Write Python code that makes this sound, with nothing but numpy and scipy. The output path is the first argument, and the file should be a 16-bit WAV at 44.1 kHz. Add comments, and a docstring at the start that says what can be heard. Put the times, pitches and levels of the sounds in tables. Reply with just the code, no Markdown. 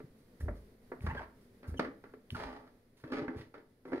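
"""Muffled footfalls thump up the last steps of a carpeted wooden staircase and onto the landing.
Each sole brushes the pile, and its push drives the low modes of the stairs. Under the weight the boards
stick and slip: one slip is a knock, an uneven run a creak, a run fast enough to sing a squeak.
A small hallway reverberates, over faint steady room noise."""
import sys
import numpy as np
from scipy import signal
from scipy.fft import rfft, irfft
from scipy.io import wavfile
from scipy.ndimage import uniform_filter1d

SR = 44100
rng = np.random.default_rng(int(sys.argv[2]) if len(sys.argv) > 2 else 0)


def generate_wav(signal):
    """Clip the signal to [-1, 1] and save it as 16-bit WAV at the path in sys.argv[1]."""
    frames = np.transpose(np.atleast_2d(signal))
    scaled = np.clip(frames, -1, 1) * 32767
    pcm = np.round(scaled).astype(np.int16)
    wavfile.write(sys.argv[1], SR, pcm)


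N = 176400

# Decay of the hallway. Each row: frequency in Hz, reverberation time in seconds.
HALL_DECAY = [(60, .5), (150, .48), (400, .4), (1000, .34), (2800, .3), (8000, .28)]
# Colour of the reverberation. Each row: frequency in Hz, gain in dB.
HALL_SPECTRUM = [(60, -2), (250, 0), (2000, .7), (4000, -1)]
# Likeness of left and right in a diffuse field. Each row: frequency in Hz, coherence from 0 to 1.
COHERENCE = [(30, 1), (130, .98), (280, .98), (500, .82), (1000, .1), (2000, .05), (15000, 0)]
# Lean to the left. Each row: frequency in Hz, gain in dB added on the left and taken from the right.
LEFT_TILT = [(100, 0), (500, .3), (1100, -1.2), (2000, -.4), (4000, -2), (8000, -1.5), (12000, .8)]
# Colour of the room noise. Each row: frequency in Hz, relative level in dB.
ROOM_SPECTRUM = [(20, -2), (60, -12), (110, -4), (180, -9), (245, -2), (300, -12), (450, -8), (600, -17),
                 (850, -25), (1400, -27), (2000, -25), (2700, -34), (4600, -33), (6500, -39.5), (8300, -41),
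                 (9200, -34.5), (12000, -36), (15500, -39)]
# Course of the room noise. Each row: time in seconds, level in dB.
ROOM_LEVEL = [(0, -61.5), (1.4, -61.5), (2.85, -66), (4, -67)]
# Hiss of carpet fibres. Each row: frequency in Hz, relative level in dB.
PILE_SPECTRUM = [(200, -20), (900, 0), (2000, 4), (3000, -2), (4800, 1), (7000, -5), (8300, -8), (9000, 1),
                 (12000, -1), (15500, -5)]
# Soles brushing the pile. Each row: start, rise and 20 dB release in seconds, level in dB,
# emphasis of the band below 3500 Hz in dB.
SOLE_SCUFFS = [(.16, .03, .15, -76, 3), (.398, .008, .09, -63, -3), (.54, .025, .1, -72, 4),
               (1.004, .02, .09, -65, -2), (1.05, .015, .05, -67, 0), (1.405, .012, .09, -74, 0),
               (1.668, .014, .09, -64, 0), (1.76, .025, .09, -69, 0), (2.302, .005, .1, -61, 2),
               (2.345, .006, .22, -61, 7), (2.967, .004, .2, -70, 6), (3.118, .004, .09, -71, 0),
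               (3.355, .03, .09, -61, 12), (3.85, .03, .25, -75, 2)]
# Dry ticks as a foot lands. Each row: start in seconds, level in dB, pitch in Hz.
LANDING_TICKS = [(1.0076, -42, 2300), (2.3046, -28, 3000)]
# Slips fast enough to sing. Each row: start and length in seconds, level in dB,
# first and last pitch in Hz, relative overtone level in dB.
NAIL_SQUEAKS = [(.402, .014, -58, 1750, 1800, -25), (1.090, .036, -46, 760, 1030, -2),
                (1.164, .034, -47, 1720, 1460, -16), (1.192, .032, -52, 1100, 500, -10),
                (1.768, .022, -57, 3180, 2900, -13), (2.346, .018, -44, 1500, 1220, -20)]
# Click of one slip of wood. Each row: frequency in Hz, relative level in dB.
SLIP_SPECTRUM = [(40, -42), (160, -13), (250, -1), (380, 0), (700, -7), (1050, -11), (1400, -10),
                 (2000, -12), (2600, -20), (3500, -25), (4800, -25.5), (7500, -46), (9200, -43),
                 (15500, -57)]
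# Waves running to a board's ends and back. Each row: round trip in seconds, reflection coefficient.
END_REFLECTIONS = [(.0005, .5), (.0017, .55)]
# Modes of a board. Each row: frequency in Hz, relative level in dB.
BOARD_MODES = [(252, 0), (285, -8), (327, -2), (420, -5), (578, -14), (790, -13), (932, -13), (1165, -14),
               (1358, -15), (1720, -16), (2050, -16), (2610, -21), (2900, -24)]
# Loaded boards creaking. Each row: start, rise, hold and 20 dB release in seconds, level in dB,
# relative midrange, treble and board ring in dB, hollow note in Hz.
BOARD_CREAKS = [(1.015, .005, .03, .03, -57, 6, 6, -8, 2000), (1.055, .035, .14, .035, -49, 7, 2, -7, 950),
                (1.628, .008, .035, .05, -57, 1, -3, -6, 1400),
                (1.80, .008, .04, .035, -44, 0, -2, -2, 1850),
                (2.038, .01, .03, .05, -60, -1, -7, -4, 1400), (2.345, .012, .065, .1, -44, 5, 9, -3, 900),
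                (2.41, .02, .075, .14, -45, -1, -1, 0, 820), (3.03, .08, .03, .04, -43, -6, -2, 4, 300),
                (3.12, .005, .045, .06, -39.5, 3, 6.5, 2, 2100),
                (3.13, .02, .085, .025, -40, -7, -7, 6, 270), (3.29, .01, .05, .09, -50, -4, -7, 3, 800),
                (3.365, .02, .025, .05, -56, 2, 11, -4, 1880), (3.54, .01, .03, .05, -53, 1, -1, -3, 450),
                (3.855, .01, .05, .03, -51, -5, -9, 0, 420),
                (3.93, .008, .025, .09, -42.5, -2, -4, -3, 740)]
# Boards knocking on their nails. Each row: start in seconds, level in dB,
# relative midrange, treble and board ring in dB, hollow note in Hz.
BOARD_KNOCKS = [(.002, -47, -6, -10, 0, 400), (.406, -54, 0, -4, -8, 1780), (.457, -53, -8, -12, -6, 400),
                (.4825, -38, -1, -19, -7, 620), (.9175, -38, -1, -18, -8, 400),
                (1.065, -40, 8, 5, -8, 1050), (1.071, -43, 7, 2, -8, 1700), (1.148, -43, 2, -2, -6, 600),
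                (1.630, -52, 4, 1, -4, 400), (1.642, -54, 3, -3, -4, 400), (1.741, -45, -7, -9, -4, 400),
                (1.7948, -25, -5, -4.5, -5, 1250), (2.039, -50, 2, -2, -4, 420),
                (2.137, -48, -5, -8, -2, 410), (2.348, -47, 7, 9, -8, 900), (2.400, -43, 5, 3, -5, 570),
                (2.675, -59, 1, 2, -4, 420), (3.038, -45, -4, -6, -1, 1620), (3.1205, -37, 1, 3, 2, 400),
                (3.175, -41, -12, -14, 2, 280), (3.2805, -37, -4, -13, 4, 1580),
                (3.541, -48, 1, -2, -5, 1400), (3.853, -44, -5, -10, -5, 380),
                (3.9195, -31, -10, -19, -8, 370), (3.931, -30, -5, -13, -5, 370)]
# Soft slap on the underlay. Each row: frequency in Hz, relative level in dB.
UNDERLAY_SPECTRUM = [(40, -20), (110, -4), (165, 2), (260, -3), (400, -14), (800, -32), (3000, -60)]
# Modes of the staircase. Each row: frequency in Hz, relative level in dB, 60 dB decay in seconds.
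STAIR_MODES = [(53, 0, .55), (82, 0, .3), (120, -5, .25), (155, -4, .2)]
# Heel and forefoot pushing on the treads. Each row: centre in seconds, peak push in dB, pitch in Hz.
FOOT_PUSHES = [(.004, -46, 140), (.412, -42, 90), (.4385, -31, 77), (.476, -35, 85), (.4965, -33, 72),
               (.519, -38, 70), (1.017, -43, 105), (1.047, -31, 85), (1.084, -32, 75), (1.131, -38, 120),
               (1.178, -41, 70), (1.691, -33, 88), (1.730, -38, 70), (1.797, -29, 225), (2.3295, -36, 100),
               (2.351, -38, 105), (2.464, -47, 55), (3.045, -44, 125), (3.228, -43, 135), (3.371, -38, 100),
               (3.402, -44, 120)]


def amp(db):
    """Amplitude grows tenfold for every 20 dB."""
    return 10 ** (np.asarray(db) / 20)


def unit(x):
    """Normalisation to an rms of 1."""
    return x / np.sqrt(np.mean(x ** 2) + 1e-20)


def read(points, hz):
    """Interpolation of a table on a logarithmic frequency axis."""
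    f, value = np.transpose(points)
    return np.interp(np.log(hz + 1), np.log(f), value)


def add(mix, start, sound):
    """Superposition: a sound joins the mix at its start in seconds."""
    part = mix[..., max(round(start * SR), 0):][..., :sound.shape[-1]]
    part += sound[..., :part.shape[-1]]


def colour(x, points):
    """Zero-phase filtering by a table of frequency in Hz and gain in dB."""
    hz = np.fft.rfftfreq(x.shape[-1], 1 / SR)
    return irfft(rfft(x) * amp(read(points, hz)), x.shape[-1])


def ring(modes, size, flip=1):
    """Free vibration is a sum of damped modes; with flip -1 neighbours swing opposite ways."""
    t = np.arange(size) / SR
    return sum(flip ** k * amp(db - 60 * t / t60) * np.sin(2 * np.pi * hz * t)
               for k, (hz, db, t60) in enumerate(modes))


def swell(t, rise, hold, release):
    """Linear rise, hold, then exponential decay of 20 dB per release time."""
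    return np.minimum(t / rise, 1) * amp(-20 * np.maximum(t - rise - hold, 0) / release)


def diffuse(size):
    """A diffuse field at two nearby points is coherent in the bass and unrelated in the treble."""
    a, b = rfft(rng.standard_normal((2, size)))
    coherence = read(COHERENCE, np.fft.rfftfreq(size, 1 / SR))
    mid, side = a * np.sqrt((1 + coherence) / 2), b * np.sqrt((1 - coherence) / 2)
    return irfft(np.array([mid + side, mid - side]), size)


def hall(x, wet_db, size=24576, walls_db=3, walls_s=.008, left_lag_s=.00011):
    """Reverberation: direct sound, early reflections and a diffuse tail, new for every spot."""
    hz, frame_s, bands = signal.stft(diffuse(size), SR, nperseg=256)
    decay_db = 60 * frame_s / read(HALL_DECAY, hz)[:, None]
    bands = bands * amp(read(HALL_SPECTRUM, hz)[:, None] - decay_db)
    tail = signal.istft(bands, SR)[1][:, :size]
    t = np.arange(size) / SR
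    tail *= 1 + amp(walls_db) * np.exp(-t / walls_s)  # near walls answer first
    out = signal.fftconvolve(x[None], unit(tail) * amp(wet_db) / np.sqrt(size), axes=1)
    add(out[0], left_lag_s, x)
    add(out[1], 0, x)
    return out


def room_noise(waver_db=1, waver_s=.06):
    """Diffuse background noise wavers faintly and is a little quieter upstairs."""
    t, knots = np.arange(N) / SR, rng.standard_normal(200)
    waver = np.interp(t / waver_s, np.arange(len(knots)), knots)
    level_db = np.interp(t, *np.transpose(ROOM_LEVEL)) + waver_db * waver
    return unit(colour(diffuse(N), ROOM_SPECTRUM)) * amp(level_db)


def scuffs(grain_db=4):
    """Friction noise: many fibres crushed under the sole sum to a fine, grainy hiss."""
    out, t = np.zeros((2, N)), np.arange(SR // 2) / SR
    for start, rise, release, db, emphasis_db in SOLE_SCUFFS:
        fibres = rng.standard_normal(len(t)) * amp(grain_db * np.minimum(rng.exponential(1, len(t)), 5))
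        hiss = unit(colour(colour(fibres, PILE_SPECTRUM), [(3500, emphasis_db), (8500, 0)]))
        add(out, start, hall(amp(db) * hiss * swell(t, rise, 0, release), wet_db=-5))
    return out


def ticks(rise_s=.00025, t60=.005):
    """Heavy damping: a single bright mode dies within milliseconds and is heard as a snap."""
    out, t = np.zeros((2, N)), np.arange(1024) / SR
    for start, db, hz in LANDING_TICKS:
        snap = ring([(hz, db, t60)], len(t)) * np.minimum(t / rise_s, 1)
        add(out, start, hall(snap, wet_db=-12))
    return out


def squeaks(jitter_hz=38, rasp=.28):
    """Nearly periodic stick-slip: wood rubbing on a nail sings a short, raspy, gliding tone."""
    out = np.zeros((2, N))
    for start, length, db, first_hz, last_hz, overtone_db in NAIL_SQUEAKS:
        progress = np.arange(0, 1, 1 / (length * SR))
        slow_noise = unit(uniform_filter1d(rng.standard_normal((2, SR // 10)), size=90))
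        waver, flutter = slow_noise[:, :len(progress)]
        hz = first_hz + (last_hz - first_hz) * progress + jitter_hz * waver
        phase = 2 * np.pi * np.cumsum(hz) / SR
        overtones = np.sin(2 * phase) + amp(-12) * np.sin(3 * phase)
        tone = (np.sin(phase) + amp(overtone_db) * overtones) * np.exp(rasp * flutter)
        add(out, start, hall(amp(db) * unit(tone * np.sin(np.pi * progress)), wet_db=-6))
    return out


def slip(mid_db, treble_db, ring_db, hollow_hz, size=8192):
    """Impulse response of a board: a hollow click, smeared by end reflections, and ringing modes."""
    hollow_db, half_width_octaves = 8, .16  # each spot of a board favours one note
    lowest_t60, damping_exponent, uneven_db = .17, .3, 2
    hz = np.fft.fftfreq(size, 1 / SR)
    brightness = [(500, 0), (1000, mid_db), (2000, mid_db), (3200, treble_db)]
    hollow = hollow_db / (1 + (np.log2((abs(hz) + 1) / hollow_hz) / half_width_octaves) ** 2)
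    gain = amp(read(SLIP_SPECTRUM, abs(hz)) + read(brightness, abs(hz)) + hollow)
    spectrum = np.exp(np.conj(signal.hilbert(np.log(gain))))  # minimum phase keeps the onset sharp
    for trip, reflection in END_REFLECTIONS:
        delay = np.exp(-2j * np.pi * hz * round(trip * SR) / SR)
        spectrum *= (reflection - delay) / (1 - reflection * delay)  # all-pass
    modes = []
    for mode_hz, db in BOARD_MODES:
        mode_db = db + read(brightness, mode_hz) + uneven_db * rng.standard_normal()
        t60 = lowest_t60 * (BOARD_MODES[0][0] / mode_hz) ** damping_exponent
        modes.append((mode_hz, mode_db, t60))
    click, board = np.fft.ifft(spectrum).real, ring(modes, size, flip=-1)
    return click / np.linalg.norm(click) + amp(ring_db) * board / np.linalg.norm(board)


def creaks(slips_per_s=200, jitter=.45, uneven_db=5):
    """Irregular stick-slip: as the weight shifts, a train of small slips excites the board."""
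    out, t = np.zeros((2, N)), np.arange(SR // 2) / SR
    for start, rise, hold, release, db, *timbre in BOARD_CREAKS:
        gap, strength = rng.standard_normal((300, 2)).T
        slip_samples = (np.cumsum(np.exp(jitter * gap)) / slips_per_s * SR).astype(int)
        slip_sizes = amp(uneven_db * np.clip(strength, -2, 2))
        load = swell(t, rise, hold, release)
        train = np.bincount(slip_samples, slip_sizes, len(t))[:len(t)] * load
        creak = signal.fftconvolve(train, slip(*timbre))
        creak *= np.linalg.norm(load) / np.linalg.norm(creak)
        add(out, start, hall(amp(db) * creak, wet_db=-.5) / np.sqrt(2))
    return out


def knocks(energy_s=.005):
    """Impulsive excitation: one slip, whose click holds the energy of its level lasting energy_s."""
    out = np.zeros((2, N))
    for start, db, *timbre in BOARD_KNOCKS:
        knock = amp(db) * np.sqrt(energy_s * SR) * slip(*timbre)
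        add(out, start, hall(knock, wet_db=-1))
    return out


def thuds(push_cycles=.82, boom_db=-10, slap_db=-10):
    """Forced vibration: cushioned pushes slap the underlay, flex a tread and set the stairs booming."""
    flex, pressure = np.zeros((2, N))
    t = np.arange(-2048, 2048) / SR
    for centre, db, hz in FOOT_PUSHES:
        push = amp(db) * np.exp(-(t * hz / push_cycles) ** 2)
        add(pressure, centre + t[0], push)
        add(flex, centre + t[0], push * np.sin(2 * np.pi * hz * t))
    boom = unit(signal.fftconvolve(flex, ring(STAIR_MODES, size=SR))[:N]) * flex.std()
    underlay = unit(colour(rng.standard_normal(N), UNDERLAY_SPECTRUM))
    slap = amp(slap_db) * pressure * underlay / np.sqrt(2)
    return (hall(flex + amp(boom_db) * boom, wet_db=-9) + hall(slap, wet_db=-2))[:, :N]


def scene():
    """Superposition: the pressures from feet, boards and room add."""
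    return thuds() + knocks() + creaks() + squeaks() + ticks() + scuffs() + room_noise()


def record(dry, cutoff_hz=15720):
    """Linear filtering: left and right take slight opposite colours, then a low-pass limits the band."""
    right_tilt = [(hz, -db) for hz, db in LEFT_TILT]
    channels = np.array([colour(dry[0], LEFT_TILT), colour(dry[1], right_tilt)])
    lowpass = signal.firwin(511, cutoff_hz, window=("kaiser", 9), fs=SR)
    return signal.oaconvolve(channels, lowpass[None], "same")


dry = scene()
out = record(dry)
generate_wav(out)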